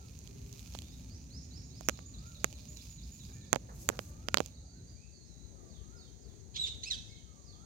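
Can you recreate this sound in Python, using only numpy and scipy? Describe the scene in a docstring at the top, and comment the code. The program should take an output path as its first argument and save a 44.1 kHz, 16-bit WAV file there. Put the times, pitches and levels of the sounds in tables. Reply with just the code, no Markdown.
"""A walled rural yard with chickens, heard through a hand-held camera's two microphone ports.
Nearest, a hen gives two shrill squawks; across the yard come soft clucks and, further off, drawn-out calls and hoots.
A small songbird whistles slurs and a run of chirps, other birds answer faintly, and the walls echo them all.
Fingers tap and rub the case beside the right port, then cover it and shut out the low rumble there.
Voices are harmonics and rasp, whistles gliding sines, taps ringing modes, the rest shaped noise."""
import sys
import numpy as np
from scipy import signal
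from scipy.fft import rfft, irfft, next_fast_len
from scipy.io import wavfile
from scipy.ndimage import uniform_filter1d, map_coordinates

SR = 44100
rng = np.random.default_rng(int(sys.argv[2]) if len(sys.argv) > 2 else 0)


def persist_wave(psi):
    """Save psi, clipped to +-1, as 16-bit WAV."""
    counts = np.round(np.clip(psi, -1, 1) * 32767).astype(np.int16)
    wavfile.write(sys.argv[1], SR, np.atleast_2d(counts).T)


N = 337365
TOP_HZ = 16100  # the microphones' upper band limit


def amp(db):
    """Decibels to a linear gain."""
    return 10 ** (np.asarray(db) / 20)


def unit(x):
    """x scaled to rms 1."""
    return x / np.sqrt(np.mean(x ** 2) + 1e-20)


def along(points, hz):
    """Rows of (frequency_hz, value) read at hz along a log axis."""
    point_hz, values = np.transpose(points)
    return np.interp(np.log(hz + 1), np.log(point_hz + 1), values)


def curves(rows):
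    """One value per sample of the whole scene for each column after the time."""
    times_s, *columns = np.transpose(rows)
    return [np.interp(np.arange(N) / SR, times_s, column) for column in columns]


def gesture(rows):
    """The columns of one call, sample by sample from its start to its end."""
    times_s, *columns = np.transpose(rows)
    t = np.arange(times_s[0], max(times_s[-1], times_s[0] + .01), 1 / SR)
    return [np.interp(t, times_s, column) for column in columns]


def wobble(rate, size):
    """A smooth random curve with rate knots a second."""
    knots = rng.standard_normal(int(size * rate / SR) + 4)
    return map_coordinates(knots, [np.arange(size) * rate / SR])


def filtered(x, response):
    """x with its spectrum multiplied by a function of frequency."""
    size = x.shape[-1]
    padded = next_fast_len(size + 8192)
    gains = response(np.fft.rfftfreq(padded, 1 / SR))
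    return irfft(rfft(x, padded) * gains, padded)[..., :size]


def noise(spectrum):
    """Noise coloured by (frequency_hz, db) points, at rms 1."""
    return unit(filtered(rng.standard_normal(N), lambda hz: amp(along(spectrum, hz))))


def add(track, start_s, x):
    """Mix x into the track at start_s, trimmed to the track's ends."""
    start = round(start_s * SR)
    x = x[max(-start, 0):]
    part = track[max(start, 0):][:len(x)]
    part += x[:len(part)]


def whistle(rows, waver):
    """A nearly pure note: one sine whose pitch and strength are slightly unsteady."""
    hz, db = gesture(rows)
    size = len(hz)
    phase = 2 * np.pi * np.cumsum(hz * (1 + waver * wobble(160, size))) / SR
    strength = np.sqrt(2) * amp(db + 1.7 * wobble(64, size))
    return strength * np.sin(phase) * signal.windows.tukey(size, .1)


def sing(syllable, notes, waver):
    """One whistled syllable sung once for each row of (start_s, pitch_ratio, level_db)."""
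    out = np.zeros(N)
    for start_s, ratio, db in notes:
        note = whistle(np.array(syllable) * [1, ratio, 1], waver)
        add(out, start_s + syllable[0][0], amp(db) * note)
    return out


def voice(hz, rough, throat, jitter):
    """Harmonics through a throat near rms 1; roughness shakes the pitch and adds rasp once a cycle."""
    size = len(hz)
    rough = np.clip(rough, 0, 1)
    phase = 2 * np.pi * np.cumsum(hz * (1 + jitter * rough * wobble(700, size))) / SR
    k = np.arange(1, 15)[:, None]  # harmonic numbers
    gains = amp(along(throat, k * hz)) * (k * hz < TOP_HZ)
    flutter = amp(3 * np.array([wobble(220, size) for _ in k]))
    harmonics = gains * flutter * np.sin(k * phase)
    tone = np.sqrt(2) * harmonics.sum(0) / np.linalg.norm(gains, axis=0)
    breath = rng.standard_normal(size) * (1 + np.cos(phase))
    rasp = unit(filtered(breath, lambda f: amp(along(throat, f))))
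    return (np.sqrt(1 - rough ** 2) * tone + rough * rasp) * signal.windows.tukey(size, .08)


# pieces of the two squawks as the voice breaks; rows: start_s, pitch_hz, level_db, roughness (0-1)
SQUAWK_PIECES = [
    [(6.54, 781, -61, .35), (6.552, 860, -49, .35), (6.562, 1000, -45, .35), (6.572, 1214, -39, .5),
     (6.582, 1280, -42, .55)],
    [(6.572, 3667, -52, .15), (6.59, 3885, -39.5, .13), (6.612, 3962, -34, .12), (6.63, 3780, -36, .15),
     (6.647, 3520, -33.5, .15), (6.662, 3350, -52, .15)],
    [(6.655, 1242, -45, .5), (6.675, 1080, -43, .7), (6.69, 880, -52, .5)],
    [(6.662, 3575, -46, .05), (6.675, 3850, -40, .25), (6.693, 3960, -45, .2), (6.73, 3590, -53, .2)],
    [(6.822, 1700, -57, .35), (6.835, 1952, -44, .4), (6.85, 2284, -48, .35), (6.876, 2666, -46, .3),
     (6.902, 2480, -52, .5)],
    [(6.9, 2250, -43, .3), (6.91, 1980, -33, .2), (6.927, 1790, -37, .18), (6.945, 1520, -44, .3),
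     (6.956, 1380, -54, .4)],
]
# resonance of the squawking throat: frequency_hz, gain_db
SQUAWK_THROAT = [(600, -49), (1300, -18), (2000, -19.5), (2700, -5), (3700, 5.5), (4400, -2), (5400, -9),
                 (6500, -3), (7800, -20), (9500, -25), (13000, -40), (16000, -45.5)]


def squawks():
    """A harsh start breaks into a shrill whistle and back; a second cry arches and falls."""
    out = np.zeros(N)
    for piece in SQUAWK_PIECES:
        hz, db, rough = gesture(piece)
        # the rougher the cry, the more its strength stutters
        stutter = unit(amp(9 * np.clip(rough, 0, .5) * wobble(260, len(hz))))
        cry = voice(hz, rough, SQUAWK_THROAT, jitter=.06)
        add(out, piece[0][0], amp(db) * stutter * cry)
    return out


# soft clucks across the yard: start_s, length_s, pitch_hz (mid-cluck), level_db
CLUCK_NOTES = [(3.286, 0.022, 423, -60.5), (3.34, 0.052, 447, -70.5), (3.686, 0.026, 233.7, -54),
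               (3.714, 0.023, 243.5, -64), (3.911, 0.038, 258, -54.5), (4.089, 0.023, 301.4, -64.5)]
# resonance of the clucking throat: frequency_hz, gain_db
LOW_THROAT = [(250, -5.5), (480, 9), (800, 2.5), (1150, 3), (1800, 1), (2600, -37), (5000, -35.5)]


def clucks():
    """Short low voiced notes from across the yard, each sinking in pitch through its middle."""
    out = np.zeros(N)
    for start_s, length_s, hz, db in CLUCK_NOTES:
        size = int(length_s * SR)
        sinking_hz = hz * np.linspace(1.1, .9, size)
        cluck = voice(sinking_hz, 0.44, LOW_THROAT, jitter=0.18)
        add(out, start_s, amp(db) * np.sqrt(np.hanning(size)) * cluck)
    return out


# the far hen's call sags, climbs to a crest and drops: start_s (from the crest), pitch_hz, level_db
CALL_SHAPE = [(-.41, 1320, -4), (-.33, 1175, -8.5), (-.21, 1140, -10.5), (-.09, 1240, -5.5),
              (0, 1420, -1.5), (.06, 1290, -8.5), (.11, 1170, -19)]
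# her calls: start_s (at the crest), pitch_ratio, level_db
CALLS = [(-.01, 1, -68), (.66, .98, -76), (2.28, 1, -65), (4.29, 1.02, -66), (4.77, 1.09, -78),
         (5.95, 1, -68), (7.66, 1, -66)]
# faint low hoots from far away: start_s, length_s, pitch_hz, level_db
FAR_HOOTS = [(.28, .3, 400.6, -64), (.85, 0.97, 254.8, -67.5), (2.352, 0.42, 605, -71)]


def far_calls():
    """Thin drawn-out whistled calls and level low hoots, slightly unsteady in strength."""
    out = sing(CALL_SHAPE, CALLS, waver=0.008)
    for start_s, length_s, hz, db in FAR_HOOTS:
        add(out, start_s, whistle([(0, hz, db), (length_s, hz, db)], waver=0.013))
    return out * amp(1.1 * wobble(23.5, N))


# the songbird's three syllables, each: start_s (within the syllable), pitch_hz, level_db
SLUR_SHAPE = [(0, 3770, -10), (.025, 4343, -9.5), (.055, 4920, -5.5), (.08, 5500, -1.5), (.092, 5700, -11),
              (.105, 5302, -23)]
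PIP_SHAPE = [(0, 6570, 3.5), (.015, 6950, -5.5), (.04, 6900, -12), (.07, 6700, -26.5)]
FLICK_SHAPE = [(0, 4502, -5.5), (.012, 4250, -2), (.035, 3600, -13), (.045, 3875, -8), (.056, 5000, -1.5),
               (.066, 6200, -5.5)]
# its opening slurs: start_s, pitch_ratio, level_db
OPENING_SLURS = [(0.846, .95, -63), (1.085, 1.07, -57), (1.3, 1.014, -52), (1.504, 1, -52),
                 (1.7, .96, -54.5)]
# its run, each beat a high pip then a flick: start_s, pip_level_db, flick_level_db
RUN_BEATS = [(1.849, -53.5, -57), (2.059, -53, -57), (2.269, -55, -54.5), (2.474, -58.5, -57),
             (2.685, -51, -53), (2.901, -53.5, -57), (3.118, -54.5, -55.5), (3.333, -55.5, -59.5)]


def songbird():
    """Rising whistled slurs lead into a run of pips and flicks; the flicks sink in pitch as it goes on."""
    slur_pip_s, slur_pip_db = 0.13, -8  # a softer pip links each slur to the next
    flick_after_s, flick_ratio, flick_sag_per_s = .076, 0.96, 0.032
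    pips = [(s + slur_pip_s, 1, db + slur_pip_db) for s, _, db in OPENING_SLURS[:-1]]
    pips += [(s, 1, db) for s, db, _ in RUN_BEATS]
    flicks = []
    for start_s, _, db in RUN_BEATS:
        ratio = flick_ratio - flick_sag_per_s * (start_s - RUN_BEATS[0][0])
        flicks.append((start_s + flick_after_s, ratio, db))
    song = sing(SLUR_SHAPE, OPENING_SLURS, waver=0.019)
    song += sing(PIP_SHAPE, pips, waver=0.019)
    return song + sing(FLICK_SHAPE, flicks, waver=0.019)


# another bird's falling chirp: start_s (within the chirp), pitch_hz, level_db
FALL_SHAPE = [(0, 5480, -1), (.045, 4457, 6), (.095, 3500, -0.5), (.15, 2946, -9.5)]
# its chirps: start_s, pitch_ratio, level_db
FALLING_CHIRPS = [(5.67, 1, -71), (5.955, 1.02, -68.5), (6.21, 1, -75), (7.08, .97, -67),
                  (7.445, 1.03, -69.5)]
# thin bent peeps of birds further off: start_s, length_s, start_hz, middle_hz, end_hz, level_db
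BENT_PEEPS = [(0.817, .13, 3330, 3750, 3840, -66.5), (3.294, 0.15, 2150, 2410, 2290, -75),
              (3.336, 0.11, 1700, 1800, 1695, -73.5), (4.51, .05, 3850, 3950, 4700, -68),
              (4.57, .05, 3850, 3980, 4300, -69), (4.64, .18, 4760, 4450, 3900, -70),
              (4.87, .08, 4550, 4790, 4680, -67), (4.96, .13, 2275, 2540, 2620, -77),
              (5.12, .12, 4700, 4400, 4150, -68), (5.24, .06, 4700, 5400, 5700, -72),
              (5.28, .22, 4100, 3920, 4100, -72), (7.079, .08, 2100, 2187, 2150, -73.5)]


def other_birds():
    """Falling chirps and thin peeps, gliding sines whose strength flickers."""
    out = sing(FALL_SHAPE, FALLING_CHIRPS, waver=.04)
    u = np.linspace(0, 1, 12)
    for start_s, length_s, *pitches_hz, db in BENT_PEEPS:
        # a parabola through the three pitches
        bend_hz = np.polyval(np.polyfit([0, .5, 1], pitches_hz, 2), u)
        rows = np.column_stack([length_s * u, bend_hz, np.full_like(u, db)])
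        add(out, start_s, whistle(rows, waver=0.014))
    return out * amp(1.5 * wobble(45, N))


# how long the yard's tail takes to die by 60 dB: frequency_hz, decay_s
YARD_DECAY = [(300, 0.2), (2000, 0.84), (4000, 0.68), (8000, 1), (15000, .3)]


def yard(x, walls, wet_db):
    """Direct sound, a few wall echoes and a scattered noise tail, at both ports."""
    hz, t, z = signal.stft(rng.standard_normal((2, SR)), SR, nperseg=256)
    decay = amp(-60 * t / along(YARD_DECAY, hz)[:, None])
    tail = signal.istft(z * decay, SR, nperseg=256)[1]
    tail = tail / np.linalg.norm(tail[0])
    out = amp(wet_db) * signal.fftconvolve(x[None], tail, axes=1)[:, :N]
    add(out[0], .0004, x)  # the left port is further from the birds
    add(out[1], 0, x)
    for delay_s, left_db, right_db in walls:
        add(out[0], delay_s, amp(left_db) * x)
        add(out[1], delay_s, amp(right_db) * x)
    return out


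# fingers knocking on the case: start_s, thud_db, knock_db, tick_db, port_ring_db
FINGER_TAPS = [(0.19, -23, -30, -33, -14), (0.275, -24, -35, -13.5, -16), (0.528, -30, -39, -33, -13),
               (0.594, -29, -48, -15, -17), (0.7386, -29, -35, -20, -16), (0.7502, -3, -35, -8, -23),
               (0.7528, -19, -13.5, -15, -17), (0.7887, -16, -30, -5.5, -8.5),
               (0.8207, -19, -31, -12.5, -16), (1.8094, -5, -30, -17.5, -12.5),
               (1.8872, 13.5, 16.5, -2, 12), (1.8952, 8, 10, -26, 3.5), (1.9908, -10.5, -9, -34, -24),
               (2.4442, 12.5, 16, 5, 11.5), (2.5279, -19, -31, -12.5, -15.5), (2.7721, -29, -39, -22, -12),
               (3.53, 17.5, 19.5, 12, 16), (3.5375, 8, -17, -27.5, -28), (3.5469, 0.5, -26, -9, -23),
               (3.5582, -27.5, -12.5, -6.5, -4), (3.5603, 13, 3, -30, -34), (3.8898, 10, 16.5, 8.5, 13.5),
               (3.8999, 5, -27.5, -26, -14), (3.9917, 5, 4.5, -2, -17), (4.2858, 6.5, 8, 5.5, -70),
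               (4.3437, 12, 20.5, 9, 9), (4.3723, 8.5, 12.5, 13, -28.5), (4.3837, 3.5, -23, 2.5, -31),
               (4.4042, 14.5, 7, -48, -3), (4.4611, -17, -21, -11, -7)]
# resonant modes of those four parts, each: centre_hz, width_hz, level_db (relative)
THUD_MODES = [(248, 285, -2.5), (560, 580, 0)]
KNOCK_MODES = [(1284, 710, -3), (2130, 1210, -7)]
TICK_MODES = [(3270, 650, -2.3), (4346, 660, -2)]
PORT_MODES = [(6410, 920, 2.5), (10550, 450, -1), (13500, 990, -29)]
# what passes through the case from right port to left: frequency_hz, gain_db
CASE_PATH = [(150, -28.5), (550, -11), (1200, -23.5), (2500, -27.5), (6000, -40.5), (15000, -45.5)]


def taps():
    """Each knock rings the case and the right port; only a dull, smeared thud reaches the left one."""
    out = np.zeros((2, N))
    t = np.arange(2048) / SR
    f = np.fft.rfftfreq(len(t), 1 / SR)
    fade = np.cos(np.pi / 2 * t / t[-1]) ** 2  # each tap's ringing fades smoothly to silence by its end
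    for start_s, *levels_db in FINGER_TAPS:
        response = 0
        for db, modes in zip(levels_db, (THUD_MODES, KNOCK_MODES, TICK_MODES, PORT_MODES)):
            for hz, width, mode_db in modes:
                # the finger's load shifts the modes
                centre = hz * (1 + .06 * rng.standard_normal())
                # a fleshy contact cannot shake a mode far above its pitch
                soft = 1 + 1j * f / (4.1 * centre)
                ring = 1j * f * width / (centre ** 2 - f ** 2 + 1j * f * width)
                response = response + amp(db + mode_db) * ring / soft ** 2
        rattle = rng.standard_normal((2, len(t))) * amp(-60 * t / 0.039)  # dies by 60 dB in 0.039 s
        rattle = rfft(rattle / np.linalg.norm(rattle[0])) * amp(along(CASE_PATH, f))
        add(out[0], start_s, fade * irfft(response * rattle[0] * amp(-1.5)))
        add(out[1], start_s, fade * irfft(response * (1 + rattle[1] * amp(4.5))))
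    return out


# strokes of skin over the case: start_s, length_s, hiss_db, scrape_db (before the port balance)
SKIN_STROKES = [(0, 0.53, -74, -72), (0.517, 0.33, -64.5, -61.5), (.85, 0.26, -74, -71.5),
                (1.772, .22, -80, -65), (2.25, 0.14, -70, -69.5), (2.443, 0.26, -72, -65.5),
                (2.724, 0.21, -63.5, -61), (3.044, 0.32, -67, -72.5), (3.779, 0.083, -53, -87),
                (3.895, 0.073, -69, -64), (3.994, 0.096, -59.5, -85), (4.365, 0.12, -71, -60)]
# spectra of the skin's hiss and of its scrape, each: frequency_hz, level_db (relative)
SKIN_HISS = [(1500, -21.5), (4000, -6), (6800, 6), (9500, -4.5), (11500, 1), (15500, -1.5)]
SKIN_SCRAPE = [(1000, -10), (1900, -22), (2400, 0), (3200, -6), (4200, -2), (6500, -0.5), (8000, -14.5),
               (12000, -16)]


def rubbing():
    """Skin slides over the case in strokes of tiny slips and crackles until the finger comes to rest."""
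    edge_s = 0.025  # how softly a stroke starts and stops
    creep_hiss_db, creep_scrape_db, rest_s = -81.5, -70, 4.5  # fingers creep between strokes, then rest
    catches_per_s, catch_spread_db = 150, 3.5  # tiny catches of the skin on the case
    t = np.arange(N) / SR

    def after(s):
        """A soft step from 0 to 1 at time s."""
        return .5 + .5 * np.tanh((t - s) / (2 * edge_s))

    creeping = 1 - after(rest_s)
    slide = amp(creep_hiss_db) * creeping
    pressure = amp(creep_scrape_db) * creeping
    for start_s, length_s, hiss_db, scrape_db in SKIN_STROKES:
        stroke = after(start_s) - after(start_s + length_s)
        slide = slide + amp(hiss_db) * stroke
        pressure = pressure + amp(scrape_db) * stroke
    slips = unit(amp(3.2 * wobble(450, N)))
    catch_sizes = amp(catch_spread_db * rng.standard_normal(N))
    catches = (rng.random(N) < catches_per_s / SR) * catch_sizes
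    crackle = unit(filtered(catches, lambda hz: amp(along(SKIN_SCRAPE, hz))))
    hiss = amp(1.5 * wobble(60, N)) * np.array([noise(SKIN_HISS), noise(SKIN_HISS)])
    scrape = .65 * slips * np.array([noise(SKIN_SCRAPE), noise(SKIN_SCRAPE)]) + .75 * crackle
    return slide * hiss + pressure * scrape * amp([[-8], [3]])  # the scrape is stronger at the right port


# strength of the low outdoor rumble before its quick unevenness: time_s, level_db
RUMBLE_LEVEL = [(0.01, -51), (0.36, -47), (1.93, -49.5), (4.45, -49.5), (4.69, -52.6), (4.92, -48),
                (5.04, -53), (5.29, -49.5), (6.73, -48), (7.65, -51.5)]
# the finger closing over the right port: time_s, share_covered (0-1)
PORT_COVER = [(0, 0), (4.925, 0.021), (4.955, 0.99), (7.65, 0.99)]
# spectrum of the rumble in open air: frequency_hz, level_db (relative)
AIR_SPECTRUM = [(20, -37.5), (40, -10.5), (55, 6.5), (115, 0), (250, -9.5), (400, -25), (700, -34),
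                (1100, -41.5), (2000, -39.5), (5000, -51.5)]
# what still passes the covering finger: frequency_hz, gain_db
COVERED_GAIN = [(30, -15), (110, -43), (240, -19), (390, 5.5), (700, -5), (2000, -3)]
# hiss spectra of the two ports, each: frequency_hz, level_db (relative)
LEFT_HISS = [(500, -21), (2000, -9.5), (3000, 1.5), (4200, 13.5), (5300, -14), (6500, 19.5), (7600, 6),
             (8800, 14.5), (9300, -38.5), (16000, -26)]
RIGHT_HISS = [(500, -35.5), (2000, -12.5), (3100, -17.5), (4200, 0), (5400, -7.5), (6500, 10), (7100, 0.5),
              (7700, -16), (8800, -7.5), (9400, -46.5), (16000, -34.5)]


def background():
    """Low outdoor rumble noise, shut out on the right by the finger, and the hiss of both ports."""
    rumble_db, cover = curves(RUMBLE_LEVEL)[0], np.clip(curves(PORT_COVER)[0], 0, 1)
    # the ports differ more towards the treble
    difference = [(60, -19), (200, -11.5), (500, -9.5), (1000, -0.5)]
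    shared = noise(AIR_SPECTRUM)
    apart = filtered(noise(AIR_SPECTRUM), lambda hz: amp(along(difference, hz)))
    strength = amp(rumble_db + 1.17 * wobble(14, N))  # quick unevenness in dB
    left, right = strength * np.array([shared + apart, shared - apart])
    muffled = filtered(right, lambda hz: amp(along(COVERED_GAIN, hz)))
    right = (1 - cover) * right + cover * muffled
    hiss = np.array([amp(-71.5) * noise(LEFT_HISS), amp(-60.5) * noise(RIGHT_HISS)])
    return np.array([left, right]) + hiss * amp(.5 * wobble(14.0, N))


# spectrum of the far wash: frequency_hz, level_db (relative)
WASH_SPECTRUM = [(200, -15), (380, 5), (560, -4.5), (760, -5.5), (1000, -15), (1800, -31.5), (3500, -35)]
# level of the far wash before the port balance: time_s, level_db
WASH_LEVEL = [(0.0, -66.5), (0.47, -79.5), (0.96, -71), (2.77, -72), (2.94, -85.5), (3.53, -66.5),
              (3.83, -64), (5.11, -75.5), (5.58, -67), (6.77, -68.5), (7.29, -71.5), (7.65, -66.5)]


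def bustle():
    """A faint far-off wash of village sound: noise that shifts in patches of pitch and time."""
    z = signal.stft(np.array([noise(WASH_SPECTRUM), noise(WASH_SPECTRUM)]), nperseg=2048)[2]
    patches = uniform_filter1d(rng.standard_normal(z.shape[1:]), size=4, axis=0)
    patches = uniform_filter1d(patches, size=5, axis=1)
    pair = signal.istft(z * amp(4.1 * unit(patches)), nperseg=2048)[1][:, :N]
    return amp(curves(WASH_LEVEL)[0]) * unit(pair) * amp([[3], [1]])


# wall echoes of the squawks, the small birds and the far hens, each: delay_s, left_db, right_db
SQUAWK_ECHOES = [(.009, -15, -4), (0.021, -15, -14), (0.046, -20, -14), (0.076, -25, -13.5)]
TREE_ECHOES = [(0.014, -16.5, -11), (.027, -13.5, -22.5), (0.045, -12.5, -12), (.062, -7, -12.5),
               (.105, -12, -18.5)]
FIELD_ECHOES = [(.019, -8, -6.5), (.043, -19.5, -9.5)]
# a dip above the port ring, applied to the taps at both ports: frequency_hz, gain_db
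PORT_CANCELLATION = [(7500, 1), (8800, -8.5), (10200, -12), (12500, -1.5), (16000, -2)]


def scene():
    """Birds across the yard, fingers on the camera and the outdoor background, as (left, right)."""
    # each column of dB balances the left and right ports
    near = yard(squawks(), SQUAWK_ECHOES, wet_db=-10) * amp([[-1], [2]])
    small = yard(songbird() + other_birds(), TREE_ECHOES, wet_db=-1.0) * amp([[-6], [2]])
    far = yard(clucks() + far_calls(), FIELD_ECHOES, wet_db=-8.5) * amp([[-1], [1]])
    knocks = filtered(taps(), lambda hz: amp(along(PORT_CANCELLATION, hz)))
    return near + small + far + knocks + rubbing() + background() + bustle()


def record(dry):
    """The camera clips at full scale, then fades out everything above its band limit."""
    edge_hz = 500  # width of the fade
    return filtered(np.clip(dry, -1, 1), lambda hz: np.clip((TOP_HZ - hz) / edge_hz + .5, 0, 1))


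dry = scene()
out = record(dry)
persist_wave(out)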